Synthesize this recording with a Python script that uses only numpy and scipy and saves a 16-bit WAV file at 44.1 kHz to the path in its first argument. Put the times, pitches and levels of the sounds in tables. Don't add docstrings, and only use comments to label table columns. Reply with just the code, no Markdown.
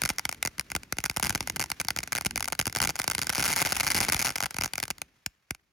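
import sys
import numpy as np
from scipy import signal
from scipy.fft import rfft, irfft
from scipy.io import wavfile

SR = 44100
rng = np.random.default_rng(int(sys.argv[2]) if len(sys.argv) > 2 else 0)


def waveform_to_disk(signal):
    frames = np.transpose(np.atleast_2d(signal))
    scaled = np.clip(frames, -1, 1) * 32767
    samples = np.round(scaled).astype(np.int16)
    wavfile.write(sys.argv[1], SR, samples)


N = 252384

# [start t/s, length/s, nominal level of the first burst/dB, its thump below 500 Hz/dB]
CLUSTERS = [(0.0184, 0.002, -19, -35), (0.0359, 0.0, -19.5, -26.5), (0.0523, 0.006, -20.5, -33),
            (0.0908, 0.00046, -20.5, -50.5), (0.098, 0.0003, -26.0, -31.5), (0.1018, 0.00047, -20, -28.5),
            (0.1844, 0.01, -20.5, -43), (0.2529, 0.0, -18.5, -34.0), (0.292, 0.0003, -21.5, -39),
            (0.3261, 0.0, -26, -48), (0.4272, 0.00013, -17.5, -46), (0.4511, 0.008, -21, -29),
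            (0.4744, 0.00043, -22, -36), (0.5821, 0.0, -32.5, -37.0), (0.5959, 0.0, -19.5, -37.5),
            (0.7019, 0.00038, -34, -45), (0.7174, 0.00056, -24.5, -37), (0.7511, 0.012, -19.5, -27.0),
            (0.8331, 0.00044, -36, -46), (0.9245, 0.00016, -19.5, -28.5), (0.9693, 0.000072, -39.5, -43.0),
            (0.985, 0.0, -20.5, -30), (1.04, 0.00054, -19.5, -34.5), (1.055, 0.000074, -26.5, -37.5),
            (1.0597, 0.0, -20.0, -37), (1.0981, 0.0, -20.0, -31), (1.164, 0.002, -24, -40.5),
            (1.1701, 0.0019, -19, -27.5), (1.1976, 0.0, -22, -38.5), (1.2272, 0.0015, -18.5, -30),
            (1.2319, 0.037, -21.0, -27.5), (1.295, 0.01, -19.5, -26.5), (1.3498, 0.007, -19.5, -25.5),
            (1.4064, 0.0, -21.5, -30), (1.474, 0.0, -23, -47), (1.4985, 0.00054, -21, -36.0),
            (1.5611, 0.0052, -25, -31.5), (1.5958, 0.029, -21, -30), (1.6398, 0.0, -25, -47),
            (1.7016, 0.0016, -26.5, -40.5), (1.7167, 0.0026, -20, -36.5), (1.8, 0.013, -21, -34.0),
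            (1.8486, 0.00022, -32.0, -36.5), (1.8847, 0.0, -17.5, -40.5), (1.9054, 0.0032, -20.0, -35.5),
            (1.9631, 0.01, -24, -34), (1.988, 0.0, -20.5, -33.0), (2.0314, 0.0044, -28.5, -41.5),
            (2.0754, 0.0, -31, -44.5), (2.122, 0.007, -20.5, -37.5), (2.1514, 0.032, -21.5, -33.5),
            (2.2102, 0.00095, -24.5, -38.0), (2.2493, 0.00032, -24.5, -39.0), (2.2598, 0.005, -19.5, -24.0),
            (2.309, 0.00054, -27.5, -44.5), (2.3585, 0.000088, -20.5, -34.0), (2.3767, 0.0015, -20.5, -36),
            (2.4062, 0.00029, -23.0, -54.5), (2.4261, 0.00025, -22.5, -49), (2.4437, 0.012, -26, -55),
            (2.4778, 0.0029, -25.5, -45.5), (2.4835, 0.0011, -23, -44.5), (2.5233, 0.006, -21, -33.5),
            (2.5918, 0.007, -16.5, -26.0), (2.6132, 0.0, -22.0, -36.0), (2.6558, 0.0018, -25.5, -45),
            (2.6684, 0.009, -21, -25), (2.7263, 0.00027, -31, -52.5), (2.7501, 0.0037, -24.5, -43.5),
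            (2.7613, 0.008, -20.0, -28), (2.786, 0.00054, -27, -49.0), (2.8024, 0.004, -18, -30),
            (2.8173, 0.037, -18, -28.5), (2.8734, 0.0, -19.5, -31.5), (2.8919, 0.013, -21, -33.5),
            (2.956, 0.007, -27, -49), (2.9909, 0.004, -24, -40.5), (2.9987, 0.0014, -18.5, -31.5),
            (3.017, 0.0021, -25, -54.5), (3.042, 0.00071, -24.5, -47), (3.0783, 0.0, -16.5, -29.0),
            (3.1, 0.017, -21.5, -38.0), (3.1498, 0.000067, -20, -35.5), (3.1813, 0.01, -22.5, -29.0),
            (3.2166, 0.015, -21.0, -34.5), (3.2695, 0.0023, -23.0, -38.5), (3.2945, 0.006, -18, -30),
            (3.3269, 0.0062, -26.0, -43.5), (3.3495, 0.02, -23.5, -44), (3.3806, 0.03, -21.0, -26),
            (3.4255, 0.04, -20, -34.5), (3.4788, 0.043, -22, -31), (3.5287, 0.007, -19, -35),
            (3.5621, 0.044, -20.5, -35), (3.6117, 0.0011, -24.5, -33.5), (3.6173, 0.007, -16, -27.5),
            (3.6503, 0.021, -21.0, -31.5), (3.6996, 0.013, -29.5, -40), (3.7219, 0.0055, -17.5, -30.0),
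            (3.755, 0.00053, -26.5, -45.5), (3.7663, 0.004, -21, -36), (3.7993, 0.01, -18.5, -35.5),
            (3.832, 0.015, -24.0, -37), (3.8669, 0.019, -18.5, -33), (3.903, 0.015, -20, -36.5),
            (3.9465, 0.042, -20, -25), (4.0042, 0.009, -18.0, -25), (4.0292, 0.02, -22.0, -36.5),
            (4.0845, 0.014, -20, -27), (4.1221, 0.01, -17, -33), (4.1452, 0.0012, -18, -25),
            (4.16, 0.00027, -32, -53), (4.1653, 0.0, -24, -45), (4.1928, 0.033, -20.5, -31.5),
            (4.247, 0.045, -21.5, -32), (4.3043, 0.00096, -25, -36), (4.3571, 0.004, -21.5, -38.5),
            (4.3825, 0.0019, -26.0, -41), (4.4048, 0.0011, -19.5, -46), (4.4262, 0.016, -21.5, -31.5),
            (4.4583, 0.005, -22, -42), (4.5082, 0.0021, -30.5, -47.0), (4.5438, 0.001, -31.0, -36),
            (4.5665, 0.0, -27, -49), (4.5854, 0.0, -21.0, -27.5), (4.6106, 0.01, -21.0, -32.5),
            (4.6364, 0.008, -20.5, -31.5), (4.6593, 0.0027, -23, -36), (4.7352, 0.000072, -24.0, -41.0),
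            (4.7555, 0.00085, -27.5, -45), (4.7802, 0.00022, -22.0, -37), (4.8009, 0.0, -26, -45.0),
            (4.8286, 0.008, -21.5, -33.5), (4.8801, 0.0011, -33.5, -46), (4.9037, 0.0052, -22, -33.5),
            (4.9823, 0.0016, -40.5, -51), (5.0174, 0.0, -24.5, -43.5), (5.2621, 0.0, -22.0, -34.5),
            (5.5081, 0.0, -22, -29.5), (5.5483, 0.0, -39.5, -60)]
# [t/s, hiss level/dB, flutter level/dB]
JET_COURSE = [(0, -49.5, -55.5), (0.35, -58.5, -54.5), (0.7, -60.0, -55), (1.1, -58.5, -61.5),
              (1.3, -49, -52), (1.5, -56.0, -54.5), (2.05, -56, -46.5), (2.55, -60.5, -54.5),
              (2.85, -55.5, -51.5), (3.25, -48.0, -55), (3.45, -41.5, -48), (4.15, -41, -48),
              (4.45, -56.0, -66), (4.7, -57, -53), (5.1, -67.5, -74.0), (5.72, -77, -99)]

POP_SIZE = 4096
EDGE_HZ = 16450
CRACK_DB, BODY_DB = -1.5, -5


def gain_of(db):
    return 10 ** (np.asarray(db) / 20)


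def evened(x):
    return x / np.sqrt(np.mean(x ** 2) + 1e-20)


def read(points, hz, column=1):
    points = np.asarray(points, float)
    return np.interp(np.log(hz + 1), np.log(points[:, 0] + 1), points[:, column])


def add(mix, s, sound):
    start = round(s * SR)
    sound = sound[:, max(-start, 0):]
    part = mix[:, max(start, 0):][:, :sound.shape[1]]
    part += sound[:, :part.shape[1]]


def wander(rate_hz):
    hz = np.fft.rfftfreq(N, 1 / SR)
    slowed = rfft(rng.standard_normal(N)) / (1 + (hz / rate_hz) ** 4)
    return evened(irfft(slowed, N))


def chains(count=10):
    # [hiss level/dB, gap between bursts/s]
    pace = [(-55, .0082), (-42, .0056)]
    gap_spread, bright_spread_db = .35, 0.9
    next_db, next_spread_db = -2.5, 1.86
    next_thump_db, thump_spread_db = -7, 2.5
    when, hiss_db, _ = np.transpose(JET_COURSE)
    rows = []
    chances = rng.standard_normal((len(CLUSTERS), 4, count))
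    for (start, length, level, thump), chance in zip(CLUSTERS, chances):
        gap_s = np.interp(np.interp(start, when, hiss_db), *np.transpose(pace))
        bursts = int(np.clip(1 + round(length / gap_s), 1, count))
        gap, size, weight, bright = np.clip(chance[:, :bursts], -2, 2)
        later = np.arange(bursts) > 0
        steps = np.cumsum(later * np.exp(gap_spread * gap))
        times = start + length * steps / (steps[-1] or 1)
        levels = level + later * (next_db + next_spread_db * size)
        thumps = thump + later * (next_thump_db + thump_spread_db * weight)
        tilt = bright_spread_db * bright
        rows += zip(times, levels + CRACK_DB + tilt, levels + BODY_DB - tilt, thumps)
    return np.array(rows)


def stragglers(until_s=4.95, share=.45, late_s=.022, late_db=-13.5, late_thump_db=-17):
    start, length, level, thump = np.transpose(CLUSTERS)
    draw, wait = rng.random((len(CLUSTERS), 2)).T
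    when = start + length + late_s * np.sqrt(wait)
    weak = level + late_db
    rows = np.transpose([when, weak + CRACK_DB, weak + BODY_DB, thump + late_thump_db])
    return rows[(draw < share) & (start < until_s)]


def pops(pellets, lag_cycles=1.15, sweep_s=0.00033, body_hz=500, crack_hz=3000, bounce=.5,
         bounce_s=0.001093, spray_s=.0013, scatter_db=4.0, grass_hz=9000, apart=0.56,
         deepen=0.32, depth_hz=35):
    # [f/Hz, level/dB per Hz]
    thump_spectrum = [(20, -16), (40, 5.5), (65, 11), (110, 9), (220, 5), (350, 2.5), (600, -7)]
    hz, t = np.fft.rfftfreq(POP_SIZE, 1 / SR), np.arange(POP_SIZE) / SR
    lead_in = 128 / SR
    span = .002 * SR
    turns = lag_cycles * np.log(hz + 1) + sweep_s * hz * (1 - hz / EDGE_HZ) / 2 + hz * lead_in
    response = ports(hz) * np.exp(-2j * np.pi * turns) * gain_of(read(thump_spectrum, hz))
    response /= 1 + (hz / EDGE_HZ) ** 60
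    below_body = 1 / (1 + (hz / body_hz) ** 8)
    below_crack = 1 / (1 + (hz / crack_hz) ** 8)
    bands = np.array([below_body, below_crack - below_body, 1 - below_crack])
    grass = hz / (hz + body_hz) / (1 + 1j * hz / grass_hz)
    out = np.zeros((2, N))
    for s, crack, body, thump in pellets:
        height = rng.random() ** 2
        shock = 1 + bounce * grass * np.exp(-2j * np.pi * hz * bounce_s * height)
        shared, *own = rng.standard_normal((3, POP_SIZE)) * np.exp(-t / spray_s)
        spray = shared + apart * np.array(own)
        spray = gain_of(scatter_db) * grass * rfft(spray / np.linalg.norm(spray[0]))
        depth = hz / np.hypot(hz, depth_hz * gain_of(-deepen * (thump + 33.0)))
        burst = response * depth * (shock + spray)
        rms = np.sqrt((bands ** 2 * (abs(burst) ** 2).mean(0)).mean(1) / span)
        weights = gain_of([thump, body, crack]) / rms
        add(out, s - lead_in, irfft(burst * (weights @ bands)))
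    return out


def sparks(pellets, per_pop=3.2, cluster_s=.02, spread_db=5, level_db=10, follow=0.9, thin_hz=1200):
    when, hiss_db, _ = np.transpose(JET_COURSE)
    samples = np.clip(pellets[:, 0] * SR, 0, N - 1).astype(int)
    bursts = np.bincount(samples, minlength=N)
    keep = np.exp(-1 / (cluster_s * SR))
    chance = per_pop * signal.lfilter([1 - keep], [1, -keep], bursts)
    spread = spread_db * np.minimum(rng.exponential(1, N), 3)
    size = gain_of(spread + follow * np.interp(np.arange(N) / SR, when, hiss_db))
    clicks = size * (rng.random(N) < chance)
    hz = np.fft.rfftfreq(POP_SIZE, 1 / SR)
    snap = np.roll(irfft(ports(hz) * hz / (hz + thin_hz)), 64, axis=1)
    snap = snap / np.linalg.norm(snap[0])
    return gain_of(level_db) * signal.oaconvolve(clicks[None], snap, axes=1)[:, :N]


def jet(hiss_db=-2, flutter_db=-4, sputter_db=2, gust_db=4.5, hiss_apart=0.92, flutter_apart=.15):
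    # [f/Hz, level/dB per Hz]
    hiss_spectrum = [(100, -8), (450, 1), (900, 3.5), (2200, 6.5), (3500, 0), (6000, -1.5), (8000, -7),
                     (10500, -8.5), (16000, -11.5)]
    flutter_spectrum = [(20, -27), (55, 6), (100, 0.5), (300, -4), (450, -15.5), (800, -45), (2000, -79)]
    when, *levels = np.transpose(JET_COURSE)
    hiss_level, flutter_level = (np.interp(np.arange(N) / SR, when, level) for level in levels)
    hz = np.fft.rfftfreq(N, 1 / SR)
    shared, *own = rfft(rng.standard_normal((3, N)))
    wide = shared + hiss_apart * np.array(own)
    narrow = shared + flutter_apart * np.array(own)
    hiss = evened(irfft(wide * port_phase(hz) * gain_of(read(hiss_spectrum, hz)), N))
    flutter = evened(irfft(narrow * gain_of(read(flutter_spectrum, hz)), N))
    sputter = sputter_db * wander(rate_hz=49)
    gusts = gust_db * wander(rate_hz=2.7)
    return (hiss * gain_of(hiss_db + hiss_level + sputter)
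            + flutter * gain_of(flutter_db + flutter_level + gusts))


def surroundings(x, near_db=-18, near_s=0.005, far_db=-35, dull_hz=12000):
    # [f/Hz, time to fall by 60 dB/s]
    echo_t60 = [(100, 2.7), (1000, 0.57), (4000, 0.43), (9000, 0.23), (16000, 1)]
    t = np.arange(2 * SR) / SR
    shared, *own = rng.standard_normal((3, len(t)))
    taps = (shared + 0.48 * np.array(own)) * (rng.random(len(t)) < 3000 / SR)
    hz, at, z = signal.stft(taps, SR, nperseg=256)
    z = z / np.hypot(1, hz / dull_hz)[:, None]
    near = signal.istft(z * np.exp(-at / near_s), SR, nperseg=256)[1]
    fall_db = -60 * at / read(echo_t60, hz)[:, None]
    far = signal.istft(z * gain_of(fall_db), SR, nperseg=256)[1]
    near = gain_of(near_db) * near / np.linalg.norm(near[0])
    far = gain_of(far_db) * far / np.linalg.norm(far[0])
    return signal.fftconvolve(x, near + far, axes=1)[:, :N]


def ports(hz):
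    # [f/Hz, left level/dB, right level/dB]
    colour = [(470, -10, -10), (844, -0.5, -1.5), (1165, -3.5, -11), (1530, -2, -1), (1850, -4.5, -15.5),
              (2062, -1.5, 3), (2951, -6, -9), (3140, -12.5, -7.5), (3850, -11, -18.5), (4640, -6, -9),
              (6730, -7.5, -5.5), (7010, -10.5, -15.5), (7730, -8, -9.5), (9420, -6, -5.5),
              (13100, -15, -15.5), (15300, -7.5, -8)]
    gain = gain_of([read(colour, hz, column=side) for side in (1, 2)])
    log_gain = np.log(gain).mean(0)
    phase = -signal.hilbert(np.r_[log_gain, log_gain[-2:0:-1]]).imag[:len(hz)]
    return gain * np.exp(1j * phase) * port_phase(hz)


def port_phase(hz):
    # [f/Hz, lead of the right/radians]
    right_lead = [(0, 0.0), (950, -0.7), (2050, 0.3), (2950, -1.4), (4100, -0.2), (5300, -0.4), (7000, 0.5),
                  (7500, 2.5), (15000, 9.5)]
    return np.exp(1j * np.outer([-.5, .5], np.interp(hz, *np.transpose(right_lead))))


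def scene():
    gas = jet()
    pellets = np.vstack([chains(), stragglers()])
    crackle = sparks(pellets) + pops(pellets)
    return crackle + surroundings(crackle) + gas


def record(dry):
    rounded = dry / (1 + (dry / .41) ** 4) ** (1 / 4)
    lowpass = signal.firwin(255, EDGE_HZ, window=("kaiser", 8), fs=SR)
    return signal.oaconvolve(rounded, lowpass[None], "same")


dry = scene()
out = record(dry)
waveform_to_disk(out)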